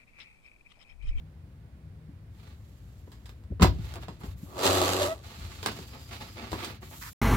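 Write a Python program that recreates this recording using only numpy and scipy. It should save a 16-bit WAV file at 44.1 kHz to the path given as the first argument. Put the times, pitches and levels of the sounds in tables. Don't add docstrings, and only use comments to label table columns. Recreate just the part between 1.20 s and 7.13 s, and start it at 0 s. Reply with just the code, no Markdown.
import sys
import numpy as np
from scipy import signal
from scipy.fft import rfft, irfft
from scipy.io import wavfile
from scipy.ndimage import uniform_filter1d

SR = 44100
rng = np.random.default_rng(int(sys.argv[2]) if len(sys.argv) > 2 else 0)


def file_out(sig):
    cols = np.atleast_2d(sig).T
    lim = np.clip(cols, -1, 1)
    pcm = np.round(lim * 32767).astype(np.int16)
    wavfile.write(sys.argv[1], SR, pcm)


N = 261569
TIME = np.arange(N) / SR
FULL_SPEED_S, BRAKE_S = 3.456, 3.8594

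# (time [s], thump peak [dB], centre of excitation [Hz],
# clack level [dB], clack treble tilt [dB/octave], rattle decay time [s])
KNOCKS = [(1.875, -47, 440, -61, -5, .012), (2.3976, -25.5, 190, -34, -7, 0.011),
          (2.41, -11.5, 178, -35, -1, 0.014), (2.421, -7.5, 76, -22, -1.5, 0.012),
          (2.4262, -9.5, 189, -20.5, 0.5, 0.0038), (2.445, -22, 170, -24, -18, 0.0041),
          (2.883, -36, 200, -42, -2.5, 0.0083), (3.035, -34.5, 237, -47, -2.5, 0.022),
          (4.589, -36.5, 215, -45, 0.5, 0.0047), (5.318, -27.5, 87.5, -40.5, 1, 0.012),
          (5.33, -35.5, 194, -33, -2.5, 0.0043)]
# (time [s], duration [s], sleeve level [dB], relative pleat level [dB], sleeve nearness [0-1])
MOVES = [(1.103, 1.15, -71.5, -79, 0.4), (1.155, 0.2, -94, -63, 0), (2.46, 0.2, -69, -61, 0),
         (2.61, 0.15, -61.5, -51, 0.5), (2.804, 0.055, -60.5, -54.5, .3), (2.865, 0.12, -73, -61.5, 0),
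         (2.995, 0.15, -60.5, -59.5, 0.7), (3.16, 0.84, -60.5, -63.5, 1), (4.02, 0.63, -58.5, -50.5, 0),
         (4.545, 0.92, -59, -57.5, 0.36), (5.303, 0.27, -59, -49, 0.9), (5.613, 0.081, -56.5, -57.5, 0.6),
         (5.694, 0.26, -49, -64, 0.78)]


def amp(db):
    return 10 ** (np.asarray(db) / 20)


def unit(x):
    return x / np.sqrt(np.mean(x ** 2) + 1e-20)


def read(points, hz):
    f, value = np.transpose(points)
    return np.interp(np.log(hz + 1), np.log(f + 1), value)


def envelope(rows, column=1):
    rows = np.array(rows)
    db = np.interp(TIME, rows[:, 0], rows[:, column], left=-150, right=-150)
    return uniform_filter1d(amp(db), size=200)


def add(mix, s, sound):
    part = mix[..., round(s * SR):][..., :sound.shape[-1]]
    part += sound[..., :part.shape[-1]]


def colour(x, points, tilt_db=0, size=4096):
    hz = abs(np.fft.fftfreq(size, 1 / SR))
    db = read(points, hz) + tilt_db * np.log2(np.maximum(hz / 1000, 1))
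    log_gain = np.log(amp(db) + 1e-5)
    taps = np.fft.ifft(np.exp(np.conj(signal.hilbert(log_gain)))).real
    return signal.fftconvolve(x, taps[None] / np.linalg.norm(taps), axes=1)[:, :x.shape[1]]


def wander(rate_hz):
    low_pass = 1 + (np.fft.rfftfreq(N, 1 / SR) / rate_hz) ** 4
    return unit(irfft(rfft(rng.standard_normal(N)) / low_pass, N))


def grains(per_s, spread_db):
    size = amp(spread_db * np.minimum(rng.exponential(1, (2, N)), 4))
    return unit(size * rng.standard_normal((2, N)) * (rng.random((2, N)) < per_s / SR))


def diffuse(x, spacing_m=0.13, direct=0.083):
    hz = np.fft.rfftfreq(N, 1 / SR)
    coherence = direct + (1 - direct) * np.sinc(2 * hz * spacing_m / 343)
    mid = rfft(x[0]) * np.sqrt(1 + direct)
    side = rfft(x[1]) * np.sqrt((1 + direct) * (1 - coherence) / (1 + coherence))
    return irfft(np.array([mid + side, mid - side]), N)


def room(x, wet_db):
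    # (frequency [Hz], T60 [s])
    decay_times = [(100, 0.59), (500, 0.15), (1500, 0.16), (4500, 0.2), (9000, 0.11), (16000, 0.19)]
    hz, t, spectra = signal.stft(rng.standard_normal((2, SR // 2)), SR, nperseg=256)
    tail = signal.istft(spectra * amp(-60 * t / read(decay_times, hz)[:, None]), SR, nperseg=256)[1]
    tail[:, :SR // 300] = 0
    return x + amp(wet_db) * signal.fftconvolve(x, tail / np.linalg.norm(tail[0]), axes=1)[:, :N]


def cabin(hum_hz=157):
    # (frequency [Hz], relative level [dB])
    air_spectrum = [(20, -30), (36, -21), (55, -1), (100, 0), (135, -8), (230, -19), (400, -27), (900, -37),
                    (2500, -46), (4500, -50), (6000, -55), (16000, -58)]
    # (time [s], level [dB])
    hum_levels = [(0, -59.5), (.9, -55), (1.3, -84), (2.2, -85)]
    phase = 2 * np.pi * np.cumsum(hum_hz * (1 + 0.0306 * wander(19))) / SR
    hum = np.sqrt(2) * np.sin(phase) * (1 + 0.5 * wander(6.8))
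    rumble = amp(-47) * unit(colour(rng.standard_normal((2, N)), air_spectrum))
    return diffuse(rumble) + hum * envelope(hum_levels)


def move(s, length_s, skew=0.75, roundness=0.35, inertia_s=0.025):
    progress = np.clip((TIME - s) / length_s, 0, 1)
    return uniform_filter1d(abs(np.sin(np.pi * progress ** skew)) ** roundness, round(inertia_s * SR))


def arm():
    # (frequency [Hz], relative level [dB])
    cloth_spectrum = [(400, -35), (1500, -24.5), (3000, 0), (4500, -1), (4950, -3.5), (5500, -4),
                      (7400, -1), (9400, -14.5), (11700, -4), (14000, -13), (16000, -13)]
    # (frequency [Hz], relative level [dB])
    skin_spectrum = [(600, -33), (1000, -1.5), (1400, -4.5), (2000, -8), (2600, -14), (3400, -16.5),
                     (5300, -12.5), (7000, -19.5)]
    # (time [s], level [dB])
    palm_levels = [(5.81, -56), (5.823, -45), (5.86, -48), (5.895, -48), (5.91, -69)]
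    fibres = grains(13000, 0.67) * amp(1.5 * wander(30))
    far = unit(colour(fibres, cloth_spectrum))
    close = unit(colour(fibres, cloth_spectrum, tilt_db=7))
    sleeve = sum(amp(db) * move(s, length_s) * (far + near * (close - far))
                 for s, length_s, db, _, near in MOVES)
    scuff = unit(room(colour(grains(2200, 1.9), skin_spectrum), wet_db=-4))
    return diffuse(sleeve + scuff * envelope(palm_levels))


def mesh(width_hz=260, waver=0.022):
    # (time [s], duration [s], level [dB], pitch [Hz])
    strokes = [(4.08, .45, -63, 4320), (4.456, 1, -60.5, 4880)]
    out = 0
    for s, length_s, db, hz in strokes:
        phase = 2 * np.pi * np.cumsum(hz * (1 + waver * wander(4.1))) / SR
        tone = np.array([wander(width_hz) * np.sin(phase), wander(width_hz) * np.cos(phase)])
        out = out + amp(db) * unit(tone) * move(s, length_s)
    return out


def pleats(rustle_db=-3, pleat_m=0.0397, echo=0.17, rise_s=0.006):
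    # (frequency [Hz], relative level [dB])
    vinyl_spectrum = [(140, -15), (240, -1), (400, -5.5), (600, -7), (800, -4), (1050, -8.5), (1230, -5.5),
                      (1500, -12.5), (2500, -12), (3300, -11), (4100, -10.5), (4900, -16), (5600, -18),
                      (10000, -27.5)]
    # (time [s], duration [s], level [dB], treble tilt [dB/octave])
    closings = [(2.753, 0.043, -45, -9), (2.827, 0.023, -47, -4), (3.003, 0.069, -53, -6.5),
                (4.451, 0.047, -35, -4.5), (4.718, 0.074, -53, -4), (4.905, 0.077, -47, 0),
                (5.001, 0.1, -49, -1), (5.156, 0.15, -46, -3), (5.376, 0.16, -47.5, -2),
                (5.473, 0.088, -64, -3), (5.617, 0.022, -45.5, -5), (5.707, 0.063, -50.5, -3.5)]
    crackle = unit(grains(3000, 2.1) * amp(3.0 * wander(42)))
    stir = sum(amp(db) * move(s, length_s) for s, length_s, _, db, _ in MOVES)
    out = amp(rustle_db) * colour(crackle, vinyl_spectrum) * stir
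    for s, length_s, db, tilt_db in closings:
        t = np.arange(round(length_s * SR)) / SR
        rub = colour(crackle[:, round(s * SR):][:, :len(t)], vinyl_spectrum, tilt_db)
        bounce_s = 2 * pleat_m * rng.uniform(2, 5) / 343 * (1 - t / length_s / 5)
        rub = rub + echo * np.array([np.interp(t - bounce_s, t, side) for side in rub])
        stroke = (1 - np.exp(-t / rise_s)) * np.sqrt(1 - t / length_s)
        add(out, s, amp(db) * stroke * unit(rub))
    return diffuse(room(out, wet_db=-2.5))


def squeak(jitter=0.014, harmonics_db=(0, -15, -18, -27)):
    # (time [s], pitch [Hz], level [dB])
    contour = [(3.8, 583.4, -39), (3.816, 585, -23.5), (3.836, 587, -32), (3.871, 588, -33),
               (3.893, 636, -34.5), (3.927, 660.1, -29.5), (3.95, 645, -52)]
    s, hz, _ = np.transpose(contour)
    phase = 2 * np.pi * np.cumsum(np.interp(TIME, s, hz) * (1 + jitter * wander(83))) / SR
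    tone = sum(amp(db) * np.sin(k * phase) for k, db in enumerate(harmonics_db, 1))
    return envelope(contour, column=2) * unit(tone)


def travel(rise_db_per_s, sag_db_per_s, lag_s=0, brake_db_per_s=172):
    t = TIME - FULL_SPEED_S - lag_s
    braking_db = brake_db_per_s * np.maximum(TIME - BRAKE_S, 0)
    return amp(np.minimum(rise_db_per_s * t, -sag_db_per_s * t) - braking_db)


def runner(chatter_hz=93.16, grind_db=-26.5, rasp_db=-31.0, drone_db=-33.0, surge_db=3.5, surge_s=0.027):
    # (frequency [Hz], relative level [dB])
    grind_spectrum = [(120, -20.5), (220, -9.5), (280, -5.5), (380, 1.5), (470, -4.5), (580, 1),
                      (760, -2.5), (950, -4.5), (1030, -10.5), (1150, -0.5), (1300, -8), (1500, -26),
                      (2500, -43)]
    # (frequency [Hz], relative level [dB])
    rasp_spectrum = [(820, -21), (1400, -4), (1860, -5.5), (2020, -4.5), (2310, -9), (2580, -4), (4000, -1),
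                     (4340, -2), (5380, -8.5), (7760, -5.5), (9040, -16.5), (11400, -10.5), (16000, -21)]
    # (multiple of the chatter rate [1], relative level [dB])
    harmonics = [(1, 0), (2, -14), (3, -4), (4, -2.5), (5, -5), (6, -4.5)]
    cycles = np.cumsum(chatter_hz * (1 + 0.0092 * wander(25))) / SR
    uneven = amp(0.68 * wander(52))
    slips = (0.9 + np.exp(-(cycles % 1) / 0.67)) * uneven
    scratches = (0.5 + np.exp(-(cycles % 1) / 0.22)) * uneven
    surges = sum(np.exp(-((TIME - s) / surge_s) ** 2) for s in (FULL_SPEED_S, BRAKE_S - surge_s))
    grind_gain = travel(rise_db_per_s=194, sag_db_per_s=18)
    rasp_gain = travel(rise_db_per_s=272, sag_db_per_s=16.5) * amp(surge_db * surges)
    panel_gain = travel(rise_db_per_s=222, sag_db_per_s=19, lag_s=0.044)
    grind = unit(room(colour(grains(7000, 2.6) * slips, grind_spectrum), wet_db=-6.5)) * grind_gain
    rasp = unit(room(colour(grains(5000, 3.0) * scratches, rasp_spectrum), wet_db=-5.0)) * rasp_gain
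    drone = 0
    for k, db in harmonics:
        strength = amp(drone_db + db) * (panel_gain if k == 1 else grind_gain) * (1 + 0.085 * wander(41))
        drone = drone + strength * np.sqrt(2) * np.sin(2 * np.pi * (k * cycles + rng.random()))
    return diffuse(amp(grind_db) * grind + amp(rasp_db) * rasp) + drone


def frame_clacks(snap=0.9, snap_s=0.0012, tick_cut_hz=570, tick_tilt_db=1.5):
    # (frequency [Hz], relative level [dB])
    frame_spectrum = [(140, -9.5), (300, -1.5), (390, 7), (470, -0.5), (820, -4.5), (960, -1),
                      (1450, -10.5), (2300, -15.5), (3200, -12.5), (4700, -13.5), (6200, -22.5),
                      (7500, -17.5), (9200, -27.5), (16000, -29.5)]
    # (time [s], level [dB], rattle decay time [s])
    tick_events = [(1.918, -57, 0.019), (2.057, -55, 0.015), (2.093, -55, 0.0029), (2.238, -67.5, 0.0037),
                   (2.432, -29, 0.0055), (2.739, -46.5, 0.0032), (2.757, -48, 0.0016),
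                   (3.392, -40.5, 0.0034), (4.429, -41, 0.011), (4.4608, -28, 0.0022), (4.517, -46.5, .008),
                   (5.4461, -39.5, 0.0077)]
    t, out = np.arange(SR // 8) / SR, np.zeros((2, N))
    tick_spectrum = [(hz, db - 10 * np.log10(1 + (tick_cut_hz / hz) ** 4)) for hz, db in frame_spectrum]
    knocks = [(s, db, tilt_db, rattle_s, frame_spectrum) for s, _, _, db, tilt_db, rattle_s in KNOCKS]
    ticks = [(s, db, tick_tilt_db, rattle_s, tick_spectrum) for s, db, rattle_s in tick_events]
    for s, db, tilt_db, rattle_s, spectrum in knocks + ticks:
        force = rng.standard_normal((2, len(t))) * (np.exp(-t / rattle_s) + snap * np.exp(-t / snap_s))
        clack = colour(force, spectrum, tilt_db)
        onset_rms = np.sqrt(np.mean(clack[:, :SR // 100] ** 2))
        add(out, s, amp(db) * clack / onset_rms)
    return diffuse(room(out, wet_db=-1.5))


def swings(start_s=2.475, period_s=0.083, first_db=-20.5, loss_db=3.0, centre_hz=89):
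    return [(start_s + k * period_s, first_db - k * loss_db, centre_hz) for k in range(7)]


def panel_thumps(rise_cycles=0.82, reach_octaves=0.74):
    # (frequency [Hz], relative level [dB], T60 [s])
    panel_modes = [(59.8, -9, 0.4), (71.5, 4, 0.14), (87.7, -0.5, 0.19), (110.3, -5.5, 0.24),
                   (178.1, 0, 0.078), (199, -9, 0.079), (284, -6.5, 0.097), (373, -7, 0.042),
                   (556, -8, 0.032)]
    # (time [s], peak level [dB], centre of excitation [Hz])
    pushes = [(0.884, -38.5, 228), (2.303, -30, 227), (2.314, -23, 84.5), (2.319, -36, 410),
              (2.585, -26.5, 138), (2.61, -46, 85), (3.079, -27.5, 85), (3.149, -31.5, 119),
              (3.227, -32, 224), (4.18, -38, 155), (4.209, -30, 88), (4.243, -39, 83), (4.459, -36, 163)]
    t, out = np.arange(SR // 2) / SR, np.zeros((2, N))
    hz, mode_db, t60 = np.transpose(panel_modes)[:, :, None]
    modes = amp(mode_db - 60 * t / t60) * np.sin(2 * np.pi * hz * t)
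    for s, db, centre_hz in [row[:3] for row in KNOCKS] + pushes + swings():
        excitation = np.exp(-(np.log2(hz / centre_hz) / reach_octaves) ** 2)
        swell = 1 - np.exp(-(t * centre_hz / rise_cycles) ** 2)
        ring = np.sum(modes * excitation, axis=0) * swell
        add(out, s, amp(db) * ring / abs(ring).max())
    return room(out, wet_db=-17.0)


def scene():
    return frame_clacks() + runner() + pleats() + arm() + cabin() + panel_thumps() + squeak() + mesh()


def record(dry, lead_s=0.000209, low_cut_hz=42, high_cut_hz=16000):
    # (frequency [Hz], left minus right [dB])
    balance = [(100, 2), (400, 1.5), (700, 1), (1300, -4.5), (2400, -9.5), (4400, -1), (8000, 0.5),
               (14000, 1)]
    hz = np.fft.rfftfreq(N, 1 / SR)
    lean = amp(read(balance, hz) / 2) * np.exp(1j * np.pi * hz * lead_s)
    high_pass = 1 - 1 / (1 + (hz / low_cut_hz) ** 6)
    heard = irfft(rfft(dry) * np.array([lean, 1 / lean]) * high_pass, N)
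    low_pass = signal.firwin(511, high_cut_hz, window=("kaiser", 9), fs=SR)
    return signal.oaconvolve(heard, low_pass[None], "same")


dry = scene()
out = record(dry)
file_out(out)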